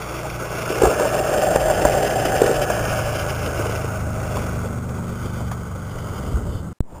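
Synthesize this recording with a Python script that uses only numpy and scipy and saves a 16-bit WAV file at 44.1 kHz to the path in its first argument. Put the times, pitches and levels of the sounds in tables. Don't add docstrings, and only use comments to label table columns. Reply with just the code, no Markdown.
import sys
import numpy as np
from scipy import signal
from scipy.io import wavfile

SR = 44100
rng = np.random.default_rng(int(sys.argv[2]) if len(sys.argv) > 2 else 0)


def invert_db(level):
    return 10 ** (np.asarray(level, dtype=float) / 20)


def transcribe(signal):
    frames = np.atleast_2d(signal).T
    limited = np.clip(frames, -1, 1)
    pcm = np.round(limited * 32767).astype(np.int16)
    wavfile.write(sys.argv[1], SR, pcm)


N = 308700
T = np.arange(N) / SR
START_S = 6.8243

# t/s, peak level/dB, ring f/Hz
RUT_KNOCKS = [(0.781, -17.5, 540), (0.802, -19, 774), (0.818, -3, 486), (0.835, 0.5, 389), (0.844, -9, 730),
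              (0.853, -3, 732), (0.87, -3.5, 436), (0.896, -14.5, 520), (0.912, -13, 590), (0.997, -8, 597),
              (1.006, -7, 433), (1.051, -7.5, 558), (2.417, -2, 429), (2.439, -7, 476),
              (2.461, -8.5, 500.6), (2.477, -15, 518), (2.494, -8, 461), (2.511, -9, 467),
              (2.544, -20, 534)]
# t/s, peak level/dB, ring f/Hz
STONE_KNOCKS = [(0.254, -24, 800), (0.422, -22, 380), (0.701, -10, 362), (1.354, -31, 590),
                (1.558, -3.5, 533), (1.614, -18, 626), (1.699, -8.5, 594), (1.793, -14, 574),
                (1.851, -2.5, 591), (1.865, -20, 622), (1.939, -11.5, 730), (1.972, -11, 565),
                (2.253, -13, 740), (2.319, -16, 738), (2.607, -18, 587), (2.7, -7.5, 620),
                (2.759, -18, 647), (2.879, -25, 610), (2.989, -15, 584), (3.843, -18.5, 450),
                (3.469, -24, 448.4), (3.594, -14.5, 343), (3.656, -18, 450), (3.694, -19, 480),
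                (4.253, -29, 629), (4.655, -21, 519.5), (4.985, -27, 920), (5.404, -20, 454),
                (5.756, -24.5, 519), (6.37, -23, 357)]


def evened(x):
    return x / np.sqrt(np.mean(x ** 2) + 1e-20)


def columns(rows):
    s, *values = np.transpose(rows)
    return [np.interp(T, s, v) for v in values]


def add(mix, s, sound):
    part = mix[round(s * SR):][:len(sound)]
    part += sound[:len(part)]


def bell(centre_s, width_s, t=T):
    return np.exp(-((t - centre_s) / width_s) ** 2)


def resonate(x, hz, width):
    return signal.lfilter(*signal.iirpeak(hz, hz / width, SR), x)


def body(x, modes):
    total = 0
    for hz, width, db in modes:
        once = resonate(x, hz, 1.7 * width)
        total = total + invert_db(db) * resonate(once, hz, 1.7 * width)
    return evened(total)


def wander(hz):
    low_pass = signal.butter(2, hz, fs=SR, output="sos")
    return evened(signal.sosfilt(low_pass, rng.standard_normal(N)))


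def decay(x, fall_s):
    return signal.lfilter([1], [1, -np.exp(-1 / (fall_s * SR))], x)


def stones(per_s, spread_db, scrape_s):
    size = invert_db(spread_db * np.minimum(rng.exponential(1, N), 4))
    struck = rng.random(N) < per_s / SR
    return evened(decay(size * struck, scrape_s))


def jolts():
    s, db, hz = np.transpose(RUT_KNOCKS + STONE_KNOCKS)
    at = np.round(s * SR).astype(int)
    bend, every = np.zeros(N), np.zeros(N)
    bend[at] = invert_db(db) * np.clip((620 - hz) / 219, 0, 1)
    every[at] = invert_db(db)
    shake_s, spray_s = 0.02, 0.0058
    spray = every - 0.76 * bend
    return decay(bend, shake_s), decay(every, shake_s), decay(spray, spray_s)


def rolling():
    # t/s, nearness level/dB, looseness of the dirt level/dB, flexing of the deck level/dB
    course = [(0, -12.5, 4, 1), (.4, -12.5, 3.5, -2), (.65, -8, 4, 1), (1.0, -2, 1, 2), (1.45, 0.5, -2, -1),
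              (2.15, -3, 2, 3.5), (2.5, -2, 0, 2.5), (2.9, -3.5, 2, -3.5), (3.3, -7.5, 0.5, -1.5),
              (3.65, -8, 2, 1), (4.08, -10.5, -3.5, -6), (4.4, -10, 1.5, 0), (4.8, -18, -2.5, 2),
              (5.2, -19.5, 1.5, 2), (5.8, -20, -1, -0.5), (6.22, -17.5, 3, 2), (6.45, -19.5, -4, 3.5),
              (6.73, -21.5, -10, -3)]
    # f/Hz, width/Hz, level/dB
    boom_modes = [(353, 190, -3), (427.4, 145, 1)]
    # f/Hz, width/Hz, level/dB
    ring_modes = [(534.4, 29.5, -3), (590, 32.3, 2.5), (623.7, 22.5, 0)]
    # f/Hz, width/Hz, level/dB
    stem_modes = [(712, 51, 1), (752.4, 46, 7.5), (806, 25, -19)]
    # f/Hz, width/Hz, level/dB
    crunch_modes = [(900, 420, 6.5), (1174, 260, 6.5), (1288, 104, 1)]
    # f/Hz, width/Hz, level/dB
    rim_modes = [(1500, 62, 1.5), (1637, 170, -0.5)]
    # f/Hz, width/Hz, level/dB
    grit_modes = [(2380, 1130, 6), (2746, 185, 1), (3020, 130, 3.5), (3373, 28, 6)]
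    near_db, loose_db, flex_db = columns(course)
    bend, shake, spray = jolts()

    def strength(nearest_db, near_share, loose_share, jolt_db, jolt):
        level_db = nearest_db + near_share * near_db + loose_share * loose_db
        return invert_db(level_db + 0.69 * wander(23.7)) + invert_db(jolt_db) * jolt

    boom = strength(-27.5, 0.68, 0.02, -18, bend) * invert_db(flex_db)
    ring = strength(-22.5, 1.3, 0.1, -22.5, shake) / (1 + 4.1 * bend)
    crunch = strength(-30, 0.5, 0.44, -16.5, spray)
    grit = strength(-32.5, 0.81, 1.43, -27, spray) * invert_db(2.5 * wander(30))

    side_on = bell(centre_s=2.07, width_s=0.59)
    hidden = invert_db(-6 * side_on)
    stem = invert_db(-7.5 + 8.5 * side_on)
    rim = invert_db(-2 - 0.6 * (T - 3.14) ** 2)

    bumps = stones(per_s=140, spread_db=2.5, scrape_s=0.005) + 1.2
    sharp = 1 + near_db / 51
    parts = (
        (boom, boom_modes, 0.7), (ring, ring_modes, 0.55), (ring * stem, stem_modes, 0.55),
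        (crunch * hidden, crunch_modes, 0.35), (crunch * rim, rim_modes, 0.35), (grit, grit_modes, 0.7))
    total = 0
    for gain, modes, depth in parts:
        force = bumps ** (depth * sharp) * rng.standard_normal(N)
        total = total + gain * body(force, modes)
    return total


def knocks():
    out, t = np.zeros(N), np.arange(6000) / SR
    t60_s = 0.044
    attack = 1 - np.exp(-t / 0.00083)
    for s, db, hz in RUT_KNOCKS + STONE_KNOCKS:
        ring = np.sin(2 * np.pi * hz * t) + 0.35 * np.sin(2 * np.pi * 1.6 * hz * t)
        ring *= -1 - 0.23 * np.exp(-t / 0.00095)
        crack_db = min(-27 - 0.59 * db, -4)
        noise = evened(resonate(rng.standard_normal(len(t)), 930, 1500))
        crack = invert_db(crack_db) * noise * np.exp(-t / 0.0022)
        add(out, s, invert_db(db) * attack * (ring * invert_db(-60 * t / t60_s) + crack))
    return out


def ground_echo(x):
    # far f/Hz, rise when near/Hz, far depth/dB, near depth/dB, centre t/s, width/s
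    cancelled = [(1689, 520, 16.5, 5.5, 1.945, 1), (2350, 1100, 16, 5.5, 2.4, 3.04)]
    hz, t, z = signal.stft(x, SR, nperseg=512)
    loss_db = 0
    for row, below_hz, above_hz in zip(cancelled, (70, 260), (190, 240)):
        far_hz, rise_hz, far_db, near_db, centre_s, width_s = row
        near = bell(centre_s, width_s, t)
        off = hz[:, None] - far_hz - rise_hz * near
        depth_db = far_db + (near_db - far_db) * near
        loss_db = loss_db + depth_db * np.exp(-(off / np.where(off < 0, below_hz, above_hz)) ** 2)
    return signal.istft(z * invert_db(-loss_db), SR, nperseg=512)[1][:N]


def blows():
    # t/s, level/dB
    bottomings = [
        (.8716, -5),
        (1.5608, -6),
        (1.8542, -5),
        (2.2555, -13),
        (2.8825, -12),
        (3.468, -17),
        (3.6965, -15),
    ]
    total = 0
    for s, db in bottomings:
        u = ((T - s) / 0.0007) ** 2
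        total = total - invert_db(db) * (1 - u) * np.exp(-u)
    return total


def bearings():
    # f/Hz, width/Hz, level/dB
    modes = [(3060, 200, 8.5), (3510, 170, 10)]
    # t/s, level/dB, half length/s
    loads = [
        (5.3, -54, 0.21),
        (6.104, -55, .2),
        (6.545, -51.5, 0.072),
    ]
    level = invert_db(-70) * (T > 4.6)
    level = level + sum(invert_db(db) * bell(s, half_s) for s, db, half_s in loads)
    return level * invert_db(2.0 * wander(24)) * body(rng.standard_normal(N), modes)


def snaps():
    # t/s, level/dB, fall/s
    breaks = [
        (4.3687, -21, 0.0051),
        (5.514, -21.5, 0.0089),
    ]
    # f/Hz, width/Hz, level/dB
    modes = [(830, 400, 8), (1030, 240, 8), (1420, 580, -6), (2070, 448, -2), (3120, 950, -5)]
    envelope = sum(invert_db(db) * (T > s) * np.exp(-abs(T - s) / fall) for s, db, fall in breaks)
    burst = envelope * rng.standard_normal(N)
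    return body(burst, modes) * np.sqrt(np.mean(burst ** 2))


def plane():
    # t/s, shaft f/Hz, level/dB
    flight = [(0, 29.6, -1.5), (1.1, 29.54, -0.5), (1.75, 29.62, 2.5), (2.2, 28.92, 0.5), (2.85, 28.05, -1),
              (3.3, 27.02, -1), (3.9, 26.22, -0.5), (4.4, 25.4, 1.5), (5, 25.1, 0), (5.5, 24.11, 1),
              (6.1, 23.57, -1.5), (6.73, 23.22, -2)]
    # multiple, level/dB while nearing, overhead, leaving
    strong = [(2, -38.5, -35.5, -46.5), (3, -52, -32.5, -37), (4, -36.5, -28.5, -36),
              (5, -39.5, -32.5, -34.5)]
    strong_pass = [1.5, 3.16, 6.0]
    # multiple, level/dB while nearing, overhead, leaving
    upper = [(1, -72, -78, -63), (6, -43, -44.5, -40.5), (7, -52, -36, -44), (8, -61, -44, -44),
             (9, -69, -37.5, -52), (10, -58, -42, -58.5), (11, -46.5, -66, -66), (12, -47, -50.5, -49)]
    upper_pass = [1, 4.81, 7.3]
    hz, level_db = columns(flight)
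    turns = np.cumsum(hz) / SR
    orders = [(round(k), np.interp(T, strong_pass, db)) for k, *db in strong]
    gone_db = -22 * np.maximum(T - upper_pass[-1], 0)
    orders += [(round(k), np.interp(T, upper_pass, db) + gone_db) for k, *db in upper]
    total = 0
    for k, db in orders:
        phase = k * turns + 0.19 * k ** 2 + 0.057 * wander(2.45)
        gain = np.sqrt(2) * invert_db(db + level_db + 2.0 * wander(6.2))
        total = total + gain * np.sin(2 * np.pi * phase)
    return total


def wind():
    # t/s, strength level/dB
    strength = [(0, -11), (.7, -2), (1.2, -4), (1.7, 1), (2.2, -1.5), (2.9, 1.5), (3.6, -4), (4.5, 0.5),
                (5.25, -5.5), (5.9, -5), (6.36, 3.5), (6.73, -2), (6.83, -11.5), (7, -0.5)]
    # t/s, level/dB, f/Hz, half length/s
    gusts = [
        (0.86, -18, 58.4, 0.021),
        (1.043, -45, 60, .012),
        (1.657, -23, 45, 0.017),
        (1.861, -20, 54.3, 0.017),
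        (2.601, -24, 44.7, 0.017),
        (6.111, -24, 90, 0.011),
        (6.353, -12, 60.6, 0.012),
        (6.483, -26, 60, 0.03),
    ]
    strength_db = columns(strength)[0]
    swell = wander(9)
    buffet_gain = invert_db(-39 + strength_db + 2.5 * wander(6.9) + 3 * swell)
    rumble_gain = invert_db(-36.5 + strength_db + 2.5 * wander(6.9) + 1.5 * swell)
    buffet = body(rng.standard_normal(N), [(30, 15, -10.0), (60, 38, -12)])
    rumble = body(rng.standard_normal(N), [(90, 100, 1.5), (177, 39, -7.5)])
    thumps = 0
    for s, db, hz, half_s in gusts:
        envelope = np.exp(-((T - s) / half_s) ** 2 / 2)
        thumps = thumps + invert_db(db) * envelope * np.cos(2 * np.pi * hz * (T - s))
    return buffet_gain * buffet + rumble_gain * rumble + thumps


def field():
    # t/s, level/dB
    wash = [
        (6.83, -55),
        (6.87, -54),
        (6.905, -45),
        (6.915, -45.5),
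        (6.96, -44.5),
        (7, -45),
    ]
    # f/Hz, width/Hz, level/dB
    modes = [(350, 320, -14), (654, 380, 15), (900, 110, 12), (1200, 120, -21), (2000, 1800, -8)]
    return invert_db(columns(wash)[0] + 1.3 * wander(22)) * body(rng.standard_normal(N), modes)


def scene():
    track = ground_echo(rolling() + knocks()) + blows() + bearings() + snaps() + plane()
    return (np.where(T < START_S, track, field()) + wind())[None]


def surge(s, db, rise, fall):
    t = np.maximum(T - s, 0)
    return invert_db(db) * (np.exp(-t / fall) - np.exp(-t / rise))


def sample_and_hold(x):
    clock_hz, frames_per_s, slip_ticks = 8000, 30, 0.583
    tick = np.floor(clock_hz * T - slip_ticks * np.floor(frames_per_s * T))
    is_new = np.diff(tick, prepend=-1) > 0
    held = np.maximum.accumulate(np.arange(N) * is_new)
    return np.clip(x[held], -1, 1)


def roll_off(x):
    return signal.sosfilt(signal.butter(12, 15790, fs=SR, output="sos"), x)


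def record(dry):
    stop_s, pop_s = 6.7305, 6.8054
    x = signal.sosfilt(signal.butter(8, 3500, fs=SR, output="sos"), dry[0])
    x *= (T < stop_s) + (T > START_S) * np.clip((T - START_S) / 0.016, 0, 1)
    x += 2.6 * surge(pop_s, -0.79, rise=0.00091, fall=0.0017) * (T < START_S)
    x -= surge(START_S, -26.5, rise=0.002, fall=0.05)
    x = signal.oaconvolve(sample_and_hold(x), signal.firwin(511, 15430, fs=SR), "same")
    hiss = body(rng.standard_normal(N), [(300, 1100, -4), (3000, 6000, -14)])
    x += invert_db(-71) * hiss * (T < 6.787)
    return roll_off(x[None])


dry = scene()
out = record(dry)
transcribe(out)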